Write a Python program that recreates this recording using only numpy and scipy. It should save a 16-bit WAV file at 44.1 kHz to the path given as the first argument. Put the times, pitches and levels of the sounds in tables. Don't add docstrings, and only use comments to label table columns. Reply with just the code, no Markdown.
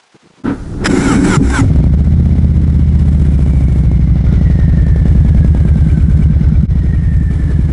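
import sys
import numpy as np
from scipy import signal
from scipy.fft import rfft, irfft, next_fast_len
from scipy.io import wavfile
from scipy.ndimage import uniform_filter1d, minimum_filter1d

SR = 44100
rng = np.random.default_rng(int(sys.argv[2]) if len(sys.argv) > 2 else 0)


def persist_wave(psi):
    counts = np.round(np.clip(psi, -1, 1) * 32767).astype(np.int16)
    wavfile.write(sys.argv[1], SR, np.atleast_2d(counts).T)


def volts_from_decibels(level):
    exponent = np.asarray(level, float) / 20
    return 10 ** exponent


N = 340452
T = np.arange(N) / SR


def evened(x):
    return x / np.sqrt(np.mean(x ** 2) + 1e-20)


def curve(rows, column=1, rest=-120.):
    rows = np.asarray(rows, float)
    return np.interp(T, rows[:, 0], rows[:, column], rest, rest)


def coloured(points):
    f, db = np.transpose(points)
    size = next_fast_len(N)
    log_hz = np.log(np.fft.rfftfreq(size, 1 / SR) + 1)
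    shape = volts_from_decibels(np.interp(log_hz, np.log(f), db, -120, -120))
    return evened(irfft(rfft(rng.standard_normal(N), size) * shape, size)[:N])


def band(x, lo_hz, hi_hz, order=2):
    return signal.sosfilt(signal.butter(order, [lo_hz, hi_hz], "band", fs=SR, output="sos"), x)


def resonate(x, hz, width_hz):
    r = np.exp(-np.pi * width_hz / SR)
    if np.isscalar(hz):
        return 2 * signal.lfilter([1 - r], [1, -r * np.exp(2j * np.pi * hz / SR)], x).real
    turn = np.exp(2j * np.pi * np.cumsum(hz) / SR)
    return 2 * (turn * signal.lfilter([1 - r], [1, -r], x * turn.conj())).real


def flutter(size):
    return evened(uniform_filter1d(uniform_filter1d(rng.standard_normal(N), size), size))


def grit(per_s, spread_db):
    struck = volts_from_decibels(spread_db * np.minimum(rng.exponential(1, N), 5))
    hits = struck * (rng.random(N) < per_s / SR)
    return evened(signal.lfilter([1], [1, -np.exp(-1 / (0.005 * SR))], hits))


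def bursts(rows):
    gain = 0
    for s, rise, hold, fall, db in rows:
        away = np.maximum((s - T) / rise, (T - s - hold) / fall)
        gain = gain + volts_from_decibels(db - 30 * np.clip(away, 0, 5))
    return gain


def add(mix, s, sound):
    part = mix[round(s * SR):][:len(sound)]
    part += sound[:len(part)]


# t/s, rate/(cycles of two turns per s)
SPEED = [
    [(1.6561, 9.74), (1.9, 14.138), (2.2, 16.347), (2.6, 15.853), (3.0, 15.451), (3.6, 13.484),
     (4.3, 11.688), (4.8, 10.71), (5.3, 10.194), (5.9, 9.136), (6.3, 9.225), (6.64, 8.888)],
    [(6.6692, 11.475), (7.1, 10.828), (7.72, 10.095)],
]


def crank():
    turns, speed = np.zeros(N), np.full(N, 9.)
    for rows in SPEED:
        on = T >= rows[0][0]
        speed = np.where(on, np.interp(T, *np.transpose(rows)), speed)
        first = np.ceil(turns[np.argmax(on)])
        turns = np.where(on, first + np.cumsum(speed * on) / SR, turns)
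    return uniform_filter1d(turns, size=1501, mode="nearest") - 1e-6, np.maximum(speed, 9)


def beats(turns, place):
    return np.flatnonzero(np.diff(np.floor(turns - place)) > 0)


# place/cycle, swell/ms
PLACES = [(-0.017, 0.9), (-0.004, 0.5), (0.182, 1.7), (0.195, 1.7), (0.215, 1.0), (0.505, 1.8), (0.51, 1.6),
          (0.618, 2.1), (0.874, 1.8)]
# slow f/Hz, fast f/Hz, width/Hz, slow pressure/1, fast pressure/1
RINGS = [(143, 135, 46, -0.12, -0.076), (60, 76, 11, -0.134, -0.125), (107, 128, 21, 0.09, -0.486),
         (46, 66, 11, 0.236, 0.359), (73, 98, 11, -0.118, -0.29), (72, 92, 17, 0.341, 0.251),
         (141, 173, 21, -0.079, -0.417), (155, 196, 11, 0.623, 0.691), (216, 151, 120, -0.057, 0.122)]
# t/s, level/dB
LOAD = [(1.6, -30), (1.66, -0.5), (2.8, 0), (5.2, 1.65), (5.65, 2), (6.64, 1.5), (6.7, -1), (7.72, -.5)]
STEADY, LOPE, COLD, WARM_S = .05, .17, .3, .4
TANK_HZ, TANK_WIDTH_HZ, TANK_DB = 212, 41, 0


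def exhaust(turns, speed):
    fast = (speed - 9) / 7
    uneven = STEADY + LOPE * (1 - fast) ** 2 + COLD * np.exp(-abs(T - LOAD[0][0]) / WARM_S)
    out, t_ms = np.zeros(N), np.arange(-400, 401) / SR * 1000
    load_db = curve(LOAD)
    charge = rng.standard_normal(90)
    for (place, rise_ms), (slow_hz, fast_hz, width_hz, slow, quick) in zip(PLACES, RINGS):
        at = beats(turns, place)
        luck, train = rng.standard_normal((90, 2)), np.zeros(N)
        burn = .6 * charge[turns[at].astype(int)] + .8 * luck[:len(at), 0]
        late = (uneven[at] * luck[:len(at), 1] * 90).astype(int)
        pressure = slow + (quick - slow) * fast[at]
        train[np.minimum(at + late, N - 1)] = pressure * (1 + uneven[at] * burn) * SR / 20
        pulse = np.exp(-.5 * (t_ms / rise_ms) ** 2)
        train = signal.oaconvolve(train * volts_from_decibels(load_db), pulse / pulse.sum(), "same")
        out += resonate(train, slow_hz + (fast_hz - slow_hz) * fast, width_hz)
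    tank = resonate(out, TANK_HZ, TANK_WIDTH_HZ)
    out += volts_from_decibels(TANK_DB - 8.1 * fast + 4.3 * load_db) * tank
    return signal.lfilter(*signal.butter(1, 40, "high", fs=SR), out)


FRONT, REAR_FAST, REAR_SLOW = -.035, .43, .575
# place/cycle, from t/s, to t/s, level/dB
CRACKS = [(FRONT, 2.25, 2.4, -10.5), (FRONT, 3.35, 3.96, -6.5), (FRONT, 3.96, 4.28, -9.5),
          (FRONT, 4.28, 5.8, -5.5), (FRONT, 5.8, 5.7, -15.5), (FRONT, 6.15, 6.6, -16),
          (REAR_FAST, 1.66, 2.5, -9.5), (REAR_SLOW, 1.66, 2.7, -15.5), (REAR_FAST, 2.5, 3.3, -20.5),
          (REAR_FAST, 3.0, 3.9, -17.5), (REAR_SLOW, 4.2, 6.64, -12)]
# t/s, level/dB
POPS = [(1.641, -7), (1.703, -6), (1.758, -4), (1.802, -6), (1.839, -4)]


def cracks(turns):
    out, t = np.zeros(N), np.arange(-100, 500) / SR
    fronts = []
    for place, start, end, db in CRACKS:
        fronts += [(s, db) for s in beats(turns, place) / SR if start <= s < end]
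    for s, db in fronts + POPS:
        luck = rng.standard_normal(len(t) + 2)
        snap = np.sin(2 * np.pi * 215 * volts_from_decibels(.5 * luck[0]) * t)
        snap += 0.13 * luck[2:] * np.exp(-abs(t) / 0.0011)
        snap += .22 * np.sin(2 * np.pi * 560 * t) * np.exp(-abs(t) / .002)
        db += 1.5 * luck[1]
        add(out, s, volts_from_decibels(db) * snap * np.exp(-np.maximum(t / 0.0059, -t / 0.00055)))
    return band(out, 120, 1900, order=1)


# f/Hz, level/(dB per Hz)
VALVES = [(250, 14.5), (420, -0.5), (530, -4.5), (1120, -15), (1540, -14.5), (1690, -16.5), (2140, -14),
          (2590, -26.5), (3450, -23), (4070, -25), (4790, -31.5), (5200, -28), (6840, -33.5), (9370, -32.5),
          (11000, -36.5), (14400, -73.5), (22000, -120)]
# f/Hz, width/Hz, level/dB
COVERS = [(2910, 51, 4), (4410, 110, -7), (5100, 110, -2), (6260, 140, -6.5), (7430, 160, -7.5),
          (7800, 120, -11)]
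# f/Hz, width/Hz, level/dB
AIRBOX = [(1350, 350, 5), (2298, 190, 9.5), (3000, 200, -2), (3280, 440, -14.5)]
# f/Hz, level/dB
WHINE = [(1450, -44), (1680, -50), (1790, -40), (1910, -43.5), (1960, -53.5), (2250, -48), (2550, -66)]
# t/s, level/dB, treble/dB
FACING = [(1.62, 0.5, 0), (1.9, 0.5, -1.5), (2.95, 1, -1), (3.08, 3, 2.5), (3.8, 0.5, 3), (3.88, 1.5, -0.5),
          (4.12, -0.5, -3.5), (4.2, 2, -8), (4.6, 2, -3.5), (5.0, 1.5, -0.5), (5.7, 2, 1.5), (6.2, 2, 2.5),
          (6.35, 1, -3.5), (6.8, 0.5, -2), (7.25, -3, 3.5), (7.34, 2, 2.5), (7.72, 1, 1)]
# t/s, rise/s, hold/s, fall/s, level/dB
SURGES = [
    (1.73, .05, 0.0097, 0.055, -56.5),
    (3.76, 0.046, 0.028, 0.064, -60.5),
    (4.33, .03, .01, 0.033, -55),
    (5.07, 0.045, 0.018, .1, -55.5),
]
# t/s, rise/s, hold/s, fall/s, level over ticking/dB
BRACKET = [
    (4.25, .05, .11, .15, 6.5),
    (6.5, .1, 0.11, .1, 4),
    (7.36, .05, .07, .1, 6),
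]
BRACKET_HZ, TEETH_PER_CYCLE, WHINE_IN_S = 1400, 168, 2.2
CLATTER_DB, INTAKE_DB, INTAKE_SLOW_DB, INTAKE_FACING = -54, -60, 9, 0.54


def valve_gear(turns, speed):
    swell_db = 1.7 * np.cos(2 * np.pi * (turns - .3)) + 0.46 * np.cos(4 * np.pi * (turns - .05))
    swell_db += 1.67 * flutter(size=300)
    noise = coloured(VALVES)
    noise *= volts_from_decibels(-0.5) / np.std(band(noise, 3900, 16000, order=4))
    ticks = rng.standard_normal(N) * grit(300, 1.17)
    noise += volts_from_decibels(-5) * evened(sum(volts_from_decibels(db) * resonate(ticks, hz, w) for hz, w, db in COVERS))

    gulp = np.exp(3.5 * np.cos(2 * np.pi * (turns - .27)))
    huff = np.exp(12 * (np.cos(2 * np.pi * (turns - FRONT - .03)) - 1))
    gulp += volts_from_decibels(-8) * gulp.max() * huff
    air = rng.standard_normal(N) * gulp * volts_from_decibels(3 * flutter(size=400))
    air = evened(sum(volts_from_decibels(db) * resonate(resonate(air, hz, w), hz, 2 * w) for hz, w, db in AIRBOX))

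    lope = 1 + 0.0058 * np.sin(4 * np.pi * turns)
    mesh_hz = TEETH_PER_CYCLE * speed
    tone = evened(resonate(rng.standard_normal(N), mesh_hz * lope, 40))

    noise += evened(resonate(ticks, BRACKET_HZ, 70)) * bursts(BRACKET)
    waver_db = 1.5 * flutter(size=900)
    facing_db = curve(FACING)
    noise += band(noise, 5800, 12000) * (volts_from_decibels(curve(FACING, column=2)) - 1)
    noise *= (volts_from_decibels(CLATTER_DB + facing_db) + bursts(SURGES)) * volts_from_decibels(swell_db)
    air_db = INTAKE_DB + INTAKE_SLOW_DB * (16 - speed) / 7 + INTAKE_FACING * facing_db
    noise += air * volts_from_decibels(air_db) * (turns > 0)
    clear = np.minimum(T - WHINE_IN_S, 0.28 + abs(T - CUTS[1][0]) / .5)
    tone_db = np.interp(mesh_hz, *np.transpose(WHINE)) + 0.78 * facing_db + waver_db
    return noise + tone * np.clip(clear, 0, 1) * volts_from_decibels(tone_db)


# t/s, rise/s, hold/s, fall/s, level/dB
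SLIPS = [
    (1.45, 0.13, .04, .05, -31),
    (1.502, 0.0044, 0.0011, 0.018, -20),
]
# stall t/s, build-up/s, let-go/s, level/dB, motor f/Hz
STROKES = [
    (1.14, 0.27, .17, -20, 1430),
    (1.368, .16, 0.021, -18.5, 1500),
    (1.601, 0.1, 0.056, -19, 1600),
]
BITE_S, BUILD_DB = 0.039, -4
SAG_S, SAG_SHARE, SAG_DB = .11, .3, -7.5


def labour():
    load, whine = bursts(SLIPS), np.zeros(N)
    waver, throb = 1 + .012 * flutter(size=250), flutter(size=200)
    for s, build, let_go, db, hz in STROKES:
        before = np.clip((s - T) / build, 0, 1)
        stroke = bursts([(s - build + BITE_S, 2.0 * BITE_S, build - BITE_S, let_go, db)])
        load += stroke * volts_from_decibels(BUILD_DB * before)
        at = slice(round((s - SAG_S) * SR), round((s + 0.0081) * SR))
        u = np.linspace(0, 1, at.stop - at.start)
        turn = 2 * np.pi * np.cumsum(hz * (1 - SAG_SHARE * u ** 3) * waver[at]) / SR
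        swell = np.sin(np.pi * u ** 1.85)
        for share, part_db in (1.01, 4.5), (.7, -3.5), (0.38, -10.5), (2.3, -25), (2.3, -11):
            gain = volts_from_decibels(db + SAG_DB + part_db + 6 + 2 * throb[at])
            whine[at] += np.sin(share * turn) * gain * swell
    return load, whine


# t/s, rise/s, hold/s, fall/s, level/dB
RATTLE = [
    (.462, 0.055, 0.042, .12, -26),
    (.6, 0.091, 0.11, .1, -44.5),
    (.74, 0.019, .003, .012, -40.5),
    (.84, 0.11, .005, 0.022, -29),
]
# f/Hz, level/(dB per Hz)
SWITCH = [(260, -28), (450, -23), (475, -12), (903, -1), (1070, -10), (1330, 0.5), (2890, -23), (3590, -24),
          (11000, -55), (14400, -61), (22000, -120)]
# t/s, rise/s, hold/s, fall/s, level/dB
CRUNCH = [
    (.847, .015, .006, .02, -17),
    (.857, .003, .004, .01, 0),
    (.866, .008, .002, .02, -14),
]
# f/Hz, level/(dB per Hz)
PINION = [(260, -36), (450, -12.5), (1150, -10), (1540, -2), (1990, -6), (2710, -15.5), (3540, -15),
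          (4620, -23.5), (5080, -8), (6380, -26), (7590, -15), (8560, -24.5), (11000, -22.5), (14400, -52),
          (22000, -120)]
# f/Hz, level/(dB per Hz)
CASE = [(260, -51), (450, -26), (709, -7), (779, 2), (1030, -6), (1150, -6.5), (1420, -1), (1650, -5),
        (2340, -12), (3260, -20.5), (3780, -16.5), (4750, -21), (5500, -18.5), (7100, -18.5),
        (11000, -20.5), (14400, -65), (22000, -120)]
# f/Hz, width/Hz, level/dB
HOUSING = [(2384, 33, 3), (3040, 60, 5), (3780, 70, 0), (5940, 110, 5.5), (1495, 39, -3), (2210, 28, 12),
           (4170, 45, -2), (5400, 150, 3), (7560, 330, 7.5), (7840, 78, 3)]


def starter():
    out = coloured(SWITCH) * bursts(RATTLE) * volts_from_decibels(0.46 * flutter(size=200))
    out += coloured(PINION) * bursts(CRUNCH) * grit(2200, 2.0)
    hiss = evened(band(rng.standard_normal(N), 2500, 8100, order=1))
    out += hiss * volts_from_decibels(-49) * (T < 1.7)
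    load, whine = labour()
    mesh = coloured(CASE) * (.5 + 0.25 * grit(900, 2.9))
    sag = 1 + 0.036 * flutter(size=1500)
    on = T < 2
    mesh = mesh[on] + sum(volts_from_decibels(db) * resonate(mesh[on], hz * sag[on], w) for hz, w, db in HOUSING)
    add(out, 0, evened(mesh) * load[on])
    return out + whine


# f/Hz, width/Hz, level/dB
BOOM = [(201.8, 40, -1), (262.7, 52, -0.3), (342, 26, -10.5)]
# t/s, rise/s, hold/s, fall/s, level/dB
SHAKES = [
    (.455, 0.032, 0.064, 0.11, -13),
    (.89, 0.3, 0.39, 1, -10.5),
]
# t/s, rise/s, hold/s, fall/s, level/dB
HEAVES = [
    (.47, 0.036, .01, 0.12, -21),
    (.62, .2, 0.2, 0.25, -31),
    (.95, 0.82, 0.14, 0.49, -16.5),
    (1.28, 0.33, .12, 0.37, -16.5),
    (1.64, 0.15, .05, .1, -8),
]
# t/s, peak level/dB, f/Hz, t60/s
KICKS = [
    (.462, -8, 248, 0.24),
    (1.369, 10.5, 143, 0.077),
    (1.445, -5, 64, 0.83),
    (1.585, -2, 267.4, 0.27),
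    (1.612, 8.5, 110.6, 0.062),
    (1.659, -4.5, 95, 0.27),
    (1.7, 0, 158.4, 0.15),
]
STARTER_OUT_S = 1.68


def frame():
    knocks = rng.standard_normal(N) * volts_from_decibels(2 * flutter(size=150))
    boom = sum(volts_from_decibels(db) * resonate(resonate(knocks, hz, 0.95 * w), hz, 3 * w) for hz, w, db in BOOM)
    heave = evened(band(rng.standard_normal(N), 19, 135))
    out = evened(boom) * bursts(SHAKES) + heave * bursts(HEAVES)
    out *= np.clip((STARTER_OUT_S - T) / .04, 0, 1)
    t = np.arange(SR // 5) / SR
    for s, db, hz, t60 in KICKS:
        ring = volts_from_decibels(db - 60 * t / t60) * np.sin(2 * np.pi * hz * t)
        add(out, s, ring * signal.windows.tukey(len(t), .05))
    return out


# f/Hz, level/(dB per Hz)
LANE = [(35, -64), (60, -20), (593, -5.5), (633, -4.5), (938, -3), (1000, -3.5), (1840, -7.5), (4610, -12),
        (8310, -19), (11000, -28), (14400, -50), (22000, -120)]
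LANE_DB = -52
# t/s, length/s, level/dB
PUFFS = [(0.142, 0.028, -40.5), (0.223, 0.059, -47), (0.254, 0.026, -50), (0.298, 0.019, -42.5),
         (.335, .01, -51), (0.364, 0.069, -44)]


def lane():
    out = coloured(LANE) * volts_from_decibels(LANE_DB + 1.4 * flutter(size=400))
    wind = evened(band(rng.standard_normal(N), 130, 390))
    for s, length, db in PUFFS:
        out += wind * volts_from_decibels(db) * np.clip(3 - 6 * abs((T - s) / length - .5), 0, 1)
    return out * (T < CUTS[0][0])


def scene():
    turns, speed = crank()
    mono = exhaust(turns, speed) + cracks(turns) + valve_gear(turns, speed) + frame() + starter()
    return np.tile(mono * (T >= CUTS[0][0]) + lane(), (2, 1))


def low_pass(x):
    return signal.sosfilt(signal.butter(12, 11190, fs=SR, output="sos"), x)


# t/s, fade out/s, fade in/s
CUTS = [
    (0.434, 0.015, 0.0086),
    (6.672, 0.026, 0.039),
]


def record(dry):
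    room = minimum_filter1d(.97 / np.maximum(abs(dry[0]), .97), size=401)
    x = dry * uniform_filter1d(room, size=401)
    for s, out_s, in_s in CUTS:
        x = x * np.clip(np.maximum((s - T) / out_s, (T - s) / in_s), .03, 1)
    mismatch = volts_from_decibels(-27) * band(x[0], 400, 11000, order=1) * flutter(size=60)
    x = x + np.array([[1], [-1]]) * mismatch
    x = signal.oaconvolve(x, signal.firwin(401, 11150, fs=SR)[None], "same")
    return low_pass(x)


dry = scene()
out = record(dry)
persist_wave(out)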